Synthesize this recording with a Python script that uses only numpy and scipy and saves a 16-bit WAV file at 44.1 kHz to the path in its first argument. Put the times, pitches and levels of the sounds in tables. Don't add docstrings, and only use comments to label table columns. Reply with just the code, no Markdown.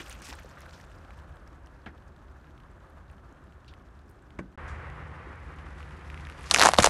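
import sys
import numpy as np
from scipy import signal
from scipy.io import wavfile
from scipy.ndimage import uniform_filter1d

SR = 44100
rng = np.random.default_rng(int(sys.argv[2]) if len(sys.argv) > 2 else 0)


def level_to_linear(level):
    exponent = np.asarray(level, float) / 20
    return 10 ** exponent


def digitize_waveform(pressure):
    field = np.atleast_2d(pressure).T
    bounded = np.clip(field, -1, 1)
    quanta = np.round(bounded * 32767).astype(np.int16)
    wavfile.write(sys.argv[1], SR, quanta)


N = 303849


def evened(x):
    return x / np.sqrt(np.mean(x ** 2) + 1e-20)


def add(mix, start_s, sound):
    part = mix[round(start_s * SR):][:len(sound)]
    part += sound[:len(part)]


def curve(rows):
    time_s, level_db = np.transpose(rows)
    return level_to_linear(np.interp(np.arange(N) / SR, time_s, level_db))


def coloured(x, spectrum):
    f, db = np.transpose(spectrum)
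    hz = abs(np.fft.fftfreq(8192, 1 / SR))
    log_gain = np.log(level_to_linear(np.interp(np.log(hz + 1), np.log(f + 1), np.maximum(db, -90))))
    taps = np.fft.ifft(np.exp(np.conj(signal.hilbert(log_gain)))).real
    return evened(signal.oaconvolve(x, taps[:4096])[:len(x)])


def resonate(x, hz, width_hz):
    r = np.exp(-np.pi * width_hz / SR)
    return signal.lfilter([1, 0, -1], [1, -2 * r * np.cos(2 * np.pi * hz / SR), r * r], x)


def flicker(ms, db):
    return level_to_linear(db * evened(uniform_filter1d(rng.standard_normal(N), int(ms * SR / 1000))))


def clicks(per_s, spread_db):
    at = np.cumsum(rng.exponential(1, 30000)) * SR / per_s
    size = level_to_linear(spread_db * np.minimum(rng.exponential(1, 30000), 4.0))
    size = size * rng.choice([-1., 1.], 30000)
    inside = at < N - 1
    return evened(np.bincount(at[inside].astype(int), size[inside], N))


def grains(lo_hz, hi_hz, cycles, per_s, spread_db, count=11):
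    out = np.zeros(N)
    for hz in np.geomspace(lo_hz, hi_hz, count):
        t = np.arange(int(3 * cycles / hz * SR)) / SR
        pop = np.sin(2 * np.pi * hz * t) * t * np.exp(-3 * t * hz / cycles)
        pops = signal.oaconvolve(clicks(per_s / count, spread_db), pop)[:N]
        out += evened(pops) * np.sqrt(hz)
    return evened(out)


def burst(peak_db, hz, octaves, rise_s, t60_s):
    t = np.arange(int(min(rise_s + t60_s, .35) * SR)) / SR
    shape = np.minimum(t / rise_s, 1) * level_to_linear(-60 * np.maximum(t - rise_s, 0) / t60_s)
    edges_hz = np.clip(hz * 2 ** np.array([-octaves, octaves]), 20, .45 * SR)
    band = signal.butter(2, edges_hz, "band", fs=SR, output="sos")
    noise = signal.sosfilt(band, rng.standard_normal(16384))
    return level_to_linear(peak_db) * shape * evened(noise[500:])[:len(t)]


def ring(peak_db, hz, t60_s, rise_s, sag=0):
    t = np.arange(int((t60_s + 4 * rise_s) * SR)) / SR
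    turns = hz * (t + sag * rise_s * (1 - np.exp(-t / rise_s)))
    wave = (1 - np.exp(-t / rise_s)) ** 2 * level_to_linear(-60 * t / t60_s) * np.sin(2 * np.pi * turns)
    return level_to_linear(peak_db) * wave / abs(wave).max()


def walnut_cracks():
    # (time [s], snap level [dB], snap pitch [Hz], tray ring level [dB], ring pitch [Hz])
    front_cracks = [(6.5003, -32, 5680, -38, 1930), (6.512, 0, 4360, -17.5, 2220),
                    (6.518, -30, 7100, -23, 1110), (6.5136, -22, 2500, -19, 890),
                    (6.5263, -36, 5200, -28, 1300), (6.5403, -13, 8600, -23, 2980),
                    (6.5407, -12, 5900, -21.5, 760), (6.5452, -4, 6300, -7, 2420),
                    (6.546, -16, 8500, -11.5, 1290), (6.5575, -24, 6500, -26, 2380),
                    (6.5616, -12, 6000, -13.5, 1530), (6.5705, -19, 4600, -30, 1090),
                    (6.573, -26, 5570, -32, 810), (6.5775, -15, 5500, -33, 880),
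                    (6.5834, -22, 3780, -37, 900), (6.5861, -12, 4200, -18, 760),
                    (6.5902, -17, 5700, -22, 780), (6.596, -5, 4440, -15, 800),
                    (6.598, -23, 5550, -28, 804), (6.601, -11, 4360, -34, 1480),
                    (6.602, -22, 3180, -24, 1480), (6.6077, -17, 4580, -12.5, 1580),
                    (6.6095, -14, 3460, -16, 760), (6.6153, 0.5, 3860, -10.5, 810),
                    (6.6227, -18, 2600, -20, 1400), (6.6241, -3.5, 4500, -5.5, 1190),
                    (6.6288, -22, 2730, -15, 1290), (6.6325, -16, 2600, -14, 1740),
                    (6.6355, -5, 6170, -9, 1040), (6.644, -22, 6200, -16, 900),
                    (6.6526, -11, 6300, -7.5, 855), (6.6584, -12, 9100, -23, 800),
                    (6.6582, -5, 6500, -2, 840), (6.6619, -13, 4320, -10, 845),
                    (6.667, -16, 4260, -23, 1010), (6.67, -6.5, 7000, -4.5, 910),
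                    (6.6795, -19, 2750, -34, 960), (6.684, -26, 2790, -38, 900),
                    (6.6884, -9.5, 7150, -4.5, 797), (6.696, -24, 2730, -23, 600)]
    next_cracks = [(6.704, -32.5, 3380, -29, 900), (6.7174, -22, 3100, -33, 920),
                   (6.7359, -11.5, 4460, -10.5, 890), (6.7427, -15, 3650, -25, 990),
                   (6.753, -28, 3400, -27, 860), (6.7647, -23, 3600, -33, 830),
                   (6.7767, -23, 4580, -37, 900), (6.78, -23.5, 4670, -22, 890),
                   (6.7856, -6, 3530, -12.5, 1160), (6.787, -2.5, 3700, -3, 690),
                   (6.7922, -19, 3940, -13, 606), (6.7956, -20, 3500, -14, 755),
                   (6.7992, -24, 3100, -17, 1700), (6.8025, -12, 5500, -17, 1670),
                   (6.8005, -28, 3740, -19, 1720), (6.807, -26, 3000, -25, 1900),
                   (6.811, -34, 3000, -22, 700), (6.816, -28, 3030, -29, 900),
                   (6.824, -13, 6500, -36, 2500), (6.8264, -16, 6500, -22, 2300),
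                   (6.8285, -14, 6730, -32, 2000), (6.833, -10, 8100, -19, 1200),
                   (6.8335, -15, 4300, -22, 700), (6.8433, -8, 6500, -6.5, 1020),
                   (6.8447, -1, 6500, -6.5, 650), (6.8506, -20, 3660, -22, 800),
                   (6.8536, -11, 4400, -19, 650), (6.8577, -8, 6500, -20, 900),
                   (6.8606, -6.5, 5940, -19, 800), (6.863, -14, 4480, -12, 666),
                   (6.872, -21, 5000, -8, 680), (6.872, -16, 8000, -23, 700),
                   (6.8253, -16, 8500, -34, 1500), (6.8272, -12, 4200, -32, 1500),
                   (6.855, -17, 7500, -30, 1200), (6.862, -9.5, 8000, -28, 1200),
                   (6.864, -17, 6500, -28, 1200), (6.8755, -28, 7000, -30, 900)]
    ring_start_hz, ring_settle_hz = 1810, 149
    out = np.zeros(N)
    for s, snap_db, snap_hz, ring_db, ring_hz in front_cracks + next_cracks:
        split_db = 5 + (ring_db + snap_db) / 2
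        add(out, s - .0003, ring(snap_db - 1.5, snap_hz, 0.0022, 0.000067))
        add(out, s - .0001, ring(snap_db - 8, 2440, 0.0012, .00004, sag=4.9))
        add(out, s - .0004, ring(snap_db - 14, 8000, 0.0012, .00005))
        add(out, s, ring(snap_db - 15.5, 4570, 0.0032, .0001))
        add(out, s - .0004, burst(snap_db - 13.5, 5000, 1.1, 0.00036, 0.0065))
        add(out, s - .0003, burst(split_db - 11, 2000, 0.69, 0.00035, 0.0055))
        add(out, s - .0002, ring(split_db - 20, rng.uniform(496, 695), 0.011, 0.0004))
        t60_s = 0.0035 + 2.55 / ring_hz
        add(out, s - .0004, ring(ring_db, ring_hz - ring_settle_hz, t60_s, 0.00061, sag=ring_start_hz / ring_hz))
        add(out, s + 0.00097, burst(ring_db - 17, 1.05 * ring_hz, 0.75, 0.00075, 0.029))
        add(out, s, burst(snap_db - 26, 4200, 0.9, 0.0011, 0.056))
    return out


def tyre_drops():
    # (time [s], level [dB], pitch [Hz], t60 [s])
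    drop_rows = [(6.661, -25, 310, .03), (6.792, -22, 314, .03), (6.654, -24, 225, 0.029),
                 (6.689, -35, 80.7, 0.052), (6.787, -13.5, 204, 0.039), (6.788, -20, 87.5, 0.091),
                 (6.818, -23, 110, 0.031), (6.844, -34, 60.4, .12), (6.869, -27, 58.4, 0.12)]
    out = np.zeros(N)
    for s, db, hz, t60_s in drop_rows:
        add(out, s, ring(db, hz, t60_s, 0.0016))
    return out


def tray_crush():
    # (time [s], level [dB])
    load_rows = [(6.495, -43), (6.535, -38), (6.575, -35), (6.63, -23), (6.668, -26.5), (6.725, -43.5),
                 (6.772, -53), (6.79, -23), (6.812, -32), (6.89, -33.5)]
    # (frequency [Hz], level [dB])
    debris_spectrum = [(180, -26), (300, -10), (827, -2.5), (1950, -10.5), (2470, -12.5), (5730, -16.5),
                       (11200, -22), (12500, -38), (16200, -64.5), (22000, -120)]
    start = np.clip((np.arange(N) / SR - load_rows[0][0]) / 0.0075, 0, 1)
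    splinters = (clicks(4000, 2.2) + .4 * rng.standard_normal(N)) * flicker(4, 3)
    thump = evened(resonate(rng.standard_normal(N), 214, 145)) * level_to_linear(-8)
    return start * curve(load_rows) * (coloured(splinters, debris_spectrum) + thump)


def tread_pressure(place):
    # (time [s], level [dB])
    creep_rows = [
        [(0.0, -58), (.45, -65.5), (.95, -71), (1.4, -78), (4.55, -79)],
        [(4.58, -77.5), (5.7, -68), (6.37, -62.5), (6.41, -58), (6.49, -52)],
    ]
    # (start [s], hold [s], level [dB])
    press_rows = [(0.0, 0.0054, -46.5), (0.055, .012, -55.5), (.095, 0.029, -55), (0.218, 0.02, -55.5),
                  (0.247, 0.052, -54), (0.284, 0.048, -53.5), (0.38, .01, -62), (0.137, 0.044, -63),
                  (0.42, 0.023, -77), (0.583, 0.1, -68.5), (0.676, 0.13, -66), (0.897, 0.057, -75),
                  (1.127, .07, -74), (3.643, 0.1, -86)]
    rise_s, release_db_per_s = 0.003, 400
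    t = np.arange(SR // 2) / SR
    power = curve(creep_rows[place]) ** 2
    for s, hold_s, db in press_rows:
        release = level_to_linear(db - release_db_per_s * np.maximum(t - hold_s, 0))
        add(power, s, np.minimum(t / rise_s, 1) * release ** 2)
    return np.sqrt(power)


def tread_noise(place):
    # (frequency [Hz], level [dB])
    crackle_spectra = [
        [(1470, -29), (2500, -2.5), (4780, -6.5), (5190, -6.5), (5990, -7.5), (9270, -15), (10700, -23),
         (12800, -18), (16600, -42), (22000, -120)],
        [(1470, -27), (2500, 5), (3820, 0), (6370, -5), (11300, -11.5), (12000, -13), (12500, -43),
         (16200, -94), (22000, -120)],
    ]
    hiss_share, squelch_db = [0.9, 1.8][place], [-4.5, -3.5][place]
    fizz = grains(2400, 15000, 3.5, 2500, 4.0) + hiss_share * rng.standard_normal(N)
    crackle = coloured(fizz * flicker(12, 2.3), crackle_spectra[place])
    squelch = grains(900, 2400, 3, 900, 3.3, count=5) * flicker(12, 3) * level_to_linear(squelch_db)
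    return (crackle + squelch) * tread_pressure(place)


def stray_grains():
    per_s, mean_db, lo_hz, hi_hz = 9.0, -59.5, 2600, 11400
    gap, size, pitch = rng.random((80, 3)).T
    s = np.cumsum(-np.log(gap)) / per_s
    rows = np.transpose([s, mean_db + 8 * (size - .5), lo_hz * (hi_hz / lo_hz) ** pitch ** 4])
    return rows[s < N / SR - .1].tolist()


def grit():
    # (time [s], peak level
    # [dB], pitch [Hz])
    resting_rows = [(0.0141, -43, 8800), (0.062, -47, 2840), (0.0971, -32.5, 9100), (0.127, -33, 6460),
                    (0.22, -40, 9000), (0.289, -37, 7800), (0.329, -34.5, 5350), (0.3352, -36, 4000),
                    (0.3535, -41, 8540), (0.3928, -45, 2640), (0.4329, -47, 6240), (0.4919, -48, 7200),
                    (0.5134, -51, 5330), (0.606, -48, 6800), (0.619, -45, 5500), (0.7096, -43.5, 4580),
                    (0.8126, -46, 5670), (0.9173, -45, 2600), (1.107, -42, 2470), (1.1892, -49, 3050),
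                    (1.476, -47, 5450), (1.6612, -48.5, 5600), (2.1639, -51.5, 3600), (2.471, -52.5, 2700),
                    (2.5784, -49, 3230), (2.602, -48.5, 2930), (3.1005, -49, 2600), (3.6464, -50, 2800),
                    (3.7384, -42.5, 2900), (4.306, -48, 3260),
                    (0.043, -46, 8500), (.0425, -50, 3300), (.072, -45, 4300), (.085, -43, 8000),
                  (.1156, -41, 7000), (.191, -48, 7000), (.149, -50, 13000), (.3, -48, 13500),
                  (0.256, -39, 5300), (.269, -37, 5470), (.302, -40, 5030), (.311, -42, 5500),
                  (.398, -48, 11500), (.4071, -48, 3290), (.4234, -45, 2600), (.4388, -58, 5290),
                  (.446, -55, 13000), (.46, -57, 5660), (.4831, -55, 2990), (.4884, -54, 4410),
                  (.4979, -50, 3660), (.507, -53, 3960), (.6065, -46, 11000), (.6633, -53, 11000),
                  (.6948, -45, 4170), (.7339, -46, 3440), (.7387, -48, 3270), (0.778, -50, 6150),
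                  (.802, -49, 2900), (.841, -53, 4580), (.9261, -57, 5340), (.962, -64, 12500),
                  (1.049, -48, 3120), (1.14, -52, 2640), (1.1799, -55, 8300), (1.2932, -54, 3010),
                  (1.3246, -58, 3200), (1.3696, -50, 3200), (1.6716, -46, 2880), (1.8634, -48, 3300),
                  (1.8657, -53, 3180), (1.874, -57, 5300), (1.98, -53, 3360), (2.024, -57, 3120),
                  (2.0803, -58, 6780), (2.2826, -56, 3070), (2.4439, -55, 2820), (2.5081, -54, 3100),
                  (2.6361, -54, 3290), (3.1818, -56, 3120), (3.4701, -54, 2880), (3.5238, -51, 3010),
                  (3.7123, -52.5, 3380), (3.655, -62, 4500), (3.8878, -57, 3400), (3.9531, -62, 5267),
                  (3.9918, -55, 3740), (4.0925, -55, 5270), (4.1123, -54.5, 9130), (4.4441, -59, 2710)]
    coming_rows = [(4.689, -42, 3428), (4.901, -43, 2600), (5.587, -41, 2600), (5.806, -39, 2600),
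                   (5.8292, -37.5, 2600), (5.909, -44, 3020), (5.921, -68, 8050), (6.0126, -46, 2600),
                   (6.1015, -32.5, 2460), (6.1443, -35, 2570), (6.1765, -35, 2570), (6.198, -40.5, 2370),
                   (6.2519, -40.5, 3650), (6.2701, -35.5, 2560), (6.2892, -38, 2600), (6.2993, -32.5, 2450),
                   (6.3234, -40, 2600), (6.3514, -52, 2240), (6.4105, -42, 2440), (6.4422, -37, 2260),
                   (6.4622, -47, 2320), (6.4715, -37, 2430), (6.3961, -57, 8770), (6.4097, -45, 8900),
                   (6.4312, -44, 10100)]
    out = np.zeros(N)
    for s, db, hz in resting_rows + coming_rows + stray_grains():
        add(out, s - .0004, ring(db - 2.5, hz, 0.0035, 0.00014))
        add(out, s - .0004, burst(db - 19, 1.11 * hz, 0.6, 0.00019, 0.033))
        add(out, s - .0004, burst(db - 15, 6300, 1.1, .0002, 0.0021))
        add(out, s - .0006, ring(db - 8.5, rng.uniform(1400, 2200), .008, .0004))
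    return out


def plops():
    # (time [s], peak level [dB], pitch [Hz])
    plop_rows = [(.0045, -33, 1670), (0.012, -44, 1390), (0.0584, -46, 1110), (0.0914, -42, 1430),
                 (0.2196, -40, 1180), (.326, -34.5, 880), (0.3394, -40, 1580), (.102, -53, 2600),
                 (.112, -45, 3140), (.119, -46, 2440), (.131, -44, 2480), (.301, -45, 2300),
                 (.331, -41, 1980), (.003, -43, 3200), (.008, -43, 2500), (.015, -43, 3400),
                 (.062, -44, 2800), (4.3895, -42, 2200), (5.27, -39, 260), (.592, -49, 1700),
                 (.61, -45, 2000), (1.1055, -43, 1730), (3.662, -63, 2900), (3.673, -62, 3600),
                 (3.689, -55, 2730), (4.9, -48, 1900), (0.3883, -42, 1360), (.41, -52, 1090),
                 (0.422, -53, 1290), (0.513, -45, 1520), (.5283, -50, 1630), (0.5727, -42, 1440),
                 (.6338, -46, 1140), (0.663, -37.5, 1480), (.7351, -50, 1420), (0.768, -51, 970),
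                 (0.8004, -44, 1780), (0.913, -52, 1510), (1.049, -53, 1460), (5.804, -35.5, 1300),
                 (5.828, -43, 1080), (6.2699, -40, 1690), (6.299, -41, 1790)]
    out = np.zeros(N)
    for s, db, hz in plop_rows:
        add(out, s, ring(db, hz, t60_s=0.0062, rise_s=0.00038))
    return out


def scuffs_and_tap():
    # (time [s], level [dB], centre [Hz], t60 [s])
    scuff_rows = [(0.0, -41, 1980, 0.047), (0.0, -44, 260, 0.12), (.105, -49.5, 2200, 0.21),
                  (0.281, -49, 294, 0.33), (.24, -51, 6370, 0.23), (.445, -46.5, 396, 0.069),
                  (.57, -52.5, 1360, 0.23), (.605, -60, 1750, 0.049), (.655, -52, 1430, 0.059),
                  (.732, -57, 4200, 0.22), (3.678, -53.5, 3240, 0.12), (3.679, -74, 8000, .044),
                  (4.095, -65, 11000, 0.041), (4.388, -39.5, 1350, 0.064), (4.389, -55, 5500, 0.05),
                  (4.675, -61, 5670, 0.32), (5.268, -41.5, 288, 0.12), (6.455, -50, 5030, .2),
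                  (.15, -42, 1620, 0.019), (.386, -43, 1750, 0.059), (.219, -55, 6000, .05)]
    # (level [dB], centre [Hz], half width [octaves], t60 [s])
    tap_bands = [(-45, 250, 0.59, 0.24), (-49, 700, 0.37, 0.15), (-43, 1630, 0.29, 0.14),
                 (-52, 3060, 0.31, 0.081)]
    rise_share = 0.019
    out = np.zeros(N)
    for s, db, hz, t60_s in scuff_rows:
        add(out, s, burst(db, hz, 0.48, rise_share * t60_s, t60_s))
    for db, hz, octaves, t60_s in tap_bands:
        add(out, 1.86, burst(db, hz, octaves, rise_share * t60_s, t60_s))
    return out


def panel_knock():
    # (frequency [Hz], level [dB], t60 [s])
    knock_modes = [(128, -46.5, 0.45), (189, -38, 0.25), (217.4, -47, 0.29), (269, -32, 0.062),
                   (322, -38, 0.096), (577, -33.5, 0.03), (1520, -51.5, 0.27), (2300, -41.5, 0.039)]
    knock_s = 4.391
    out = np.zeros(N)
    for hz, db, t60_s in knock_modes:
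        add(out, knock_s, ring(db, hz, t60_s, 0.00042))
    add(out, knock_s, burst(-41, 217, 0.75, 0.0059, 0.27))
    return out


def engine_idle():
    # (frequency [Hz], level [dB], heard until [s])
    engine_tones = [(75.7, -48, 7.0), (122, -55, 5.25), (153.2, -53.5, 5.1), (151.6, -55, 7.0),
                    (59, -60, 7.0)]
    sag_per_s = 0.002015
    t, out = np.arange(N) / SR, np.zeros(N)
    for hz, db, until_s in engine_tones:
        turns = np.cumsum(hz * (1 - sag_per_s * (t - 5.5)) * flicker(150, .02)) / SR
        fade = np.clip((until_s - t) / 0.051, 0, 1)
        out += level_to_linear(db + 3) * flicker(120, 1.7) * np.sin(2 * np.pi * turns) * fade
    return out


def rumble_and_traffic(place):
    # (time [s], level [dB])
    near_rows = [
        [(0.0, -52.5), (2.2, -58.5), (3.2, -58), (4.55, -60)],
        [(4.58, -44), (5.57, -49.5), (6.35, -50), (6.49, -46.5)],
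    ]
    # (frequency [Hz], level [dB])
    rumble_spectra = [
        [(15, -47), (29, -12), (41, -0.5), (59, 3), (82, 0.5), (102, -9), (134, -6), (200, -16.5), (260, -46),
         (440, -120)],
        [(15, -34), (30, -25), (48, -0.5), (70, 3), (100, -7), (157, -8.5), (200, -21), (260, -36), (440, -120)],
    ]
    # (frequency [Hz], level [dB])
    traffic_spectra = [
        [(290, -38.5), (500, 2), (900, -0.5), (1240, 1), (1700, -2), (1900, -8.5), (2400, -15.5), (3870, -23),
         (4940, -30), (6400, -29), (12300, -35), (13500, -49), (16600, -61), (22000, -120)],
        [(290, -23.5), (500, 7.5), (572, 1), (1060, 5.5), (1200, 6), (1950, 2.5), (4260, -23.5), (9050, -35.5),
         (11400, -36.5), (12500, -73), (16200, -95), (22000, -120)],
    ]
    # (frequency [Hz], level [dB])
    drone_spectrum = [(100, -34.5), (170, -4.5), (393, -6.5), (497, -22), (560, -19), (730, -52.5),
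                      (1230, -120)]
    rumble_db, drone_db = [-51.5, -46.5][place], [-60.5, -55.5][place]
    near = curve(near_rows[place])
    reference = near[round(near_rows[place][1][0] * SR)]
    swell = (near / reference) ** 0.48
    rumble = coloured(rng.standard_normal(N), rumble_spectra[place]) * swell * level_to_linear(rumble_db)
    traffic = coloured(rng.standard_normal(N) * flicker(30, 1.23), traffic_spectra[place]) * near * level_to_linear(-1)
    drone = coloured(rng.standard_normal(N) * flicker(48, 1.3), drone_spectrum) * level_to_linear(drone_db)
    return rumble + traffic + drone


def scene():
    first_end_s, second_start_s = 4.5585, 4.5755
    second_edge_hz, overload = 11860, 1.08
    t = np.arange(N) / SR
    events = grit() + plops() + scuffs_and_tap() + panel_knock()
    first = tread_noise(0) + rumble_and_traffic(0) + events
    first = first * np.clip((first_end_s - t) / 0.0012, 0, 1)
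    second = walnut_cracks() + tyre_drops() + tray_crush() + tread_noise(1) + events
    second = second + engine_idle() + rumble_and_traffic(1)
    second = second * np.clip((t - second_start_s) / 0.00041, 0, 1)
    second = np.tanh(second / overload) * overload
    low_pass = signal.firwin(255, second_edge_hz, window=("kaiser", 5.0), fs=SR)
    narrow = signal.oaconvolve(second, low_pass, "same")
    add(narrow, 6.5451, ring(-36, 14000, .0012, .0001))
    return (first + narrow)[None]


def band_limit(x):
    return signal.sosfilt(signal.butter(12, 15800, fs=SR, output="sos"), x)


def record(dry):
    mix = np.clip(dry, -1, 1)
    return band_limit(mix)


dry = scene()
out = record(dry)
digitize_waveform(out)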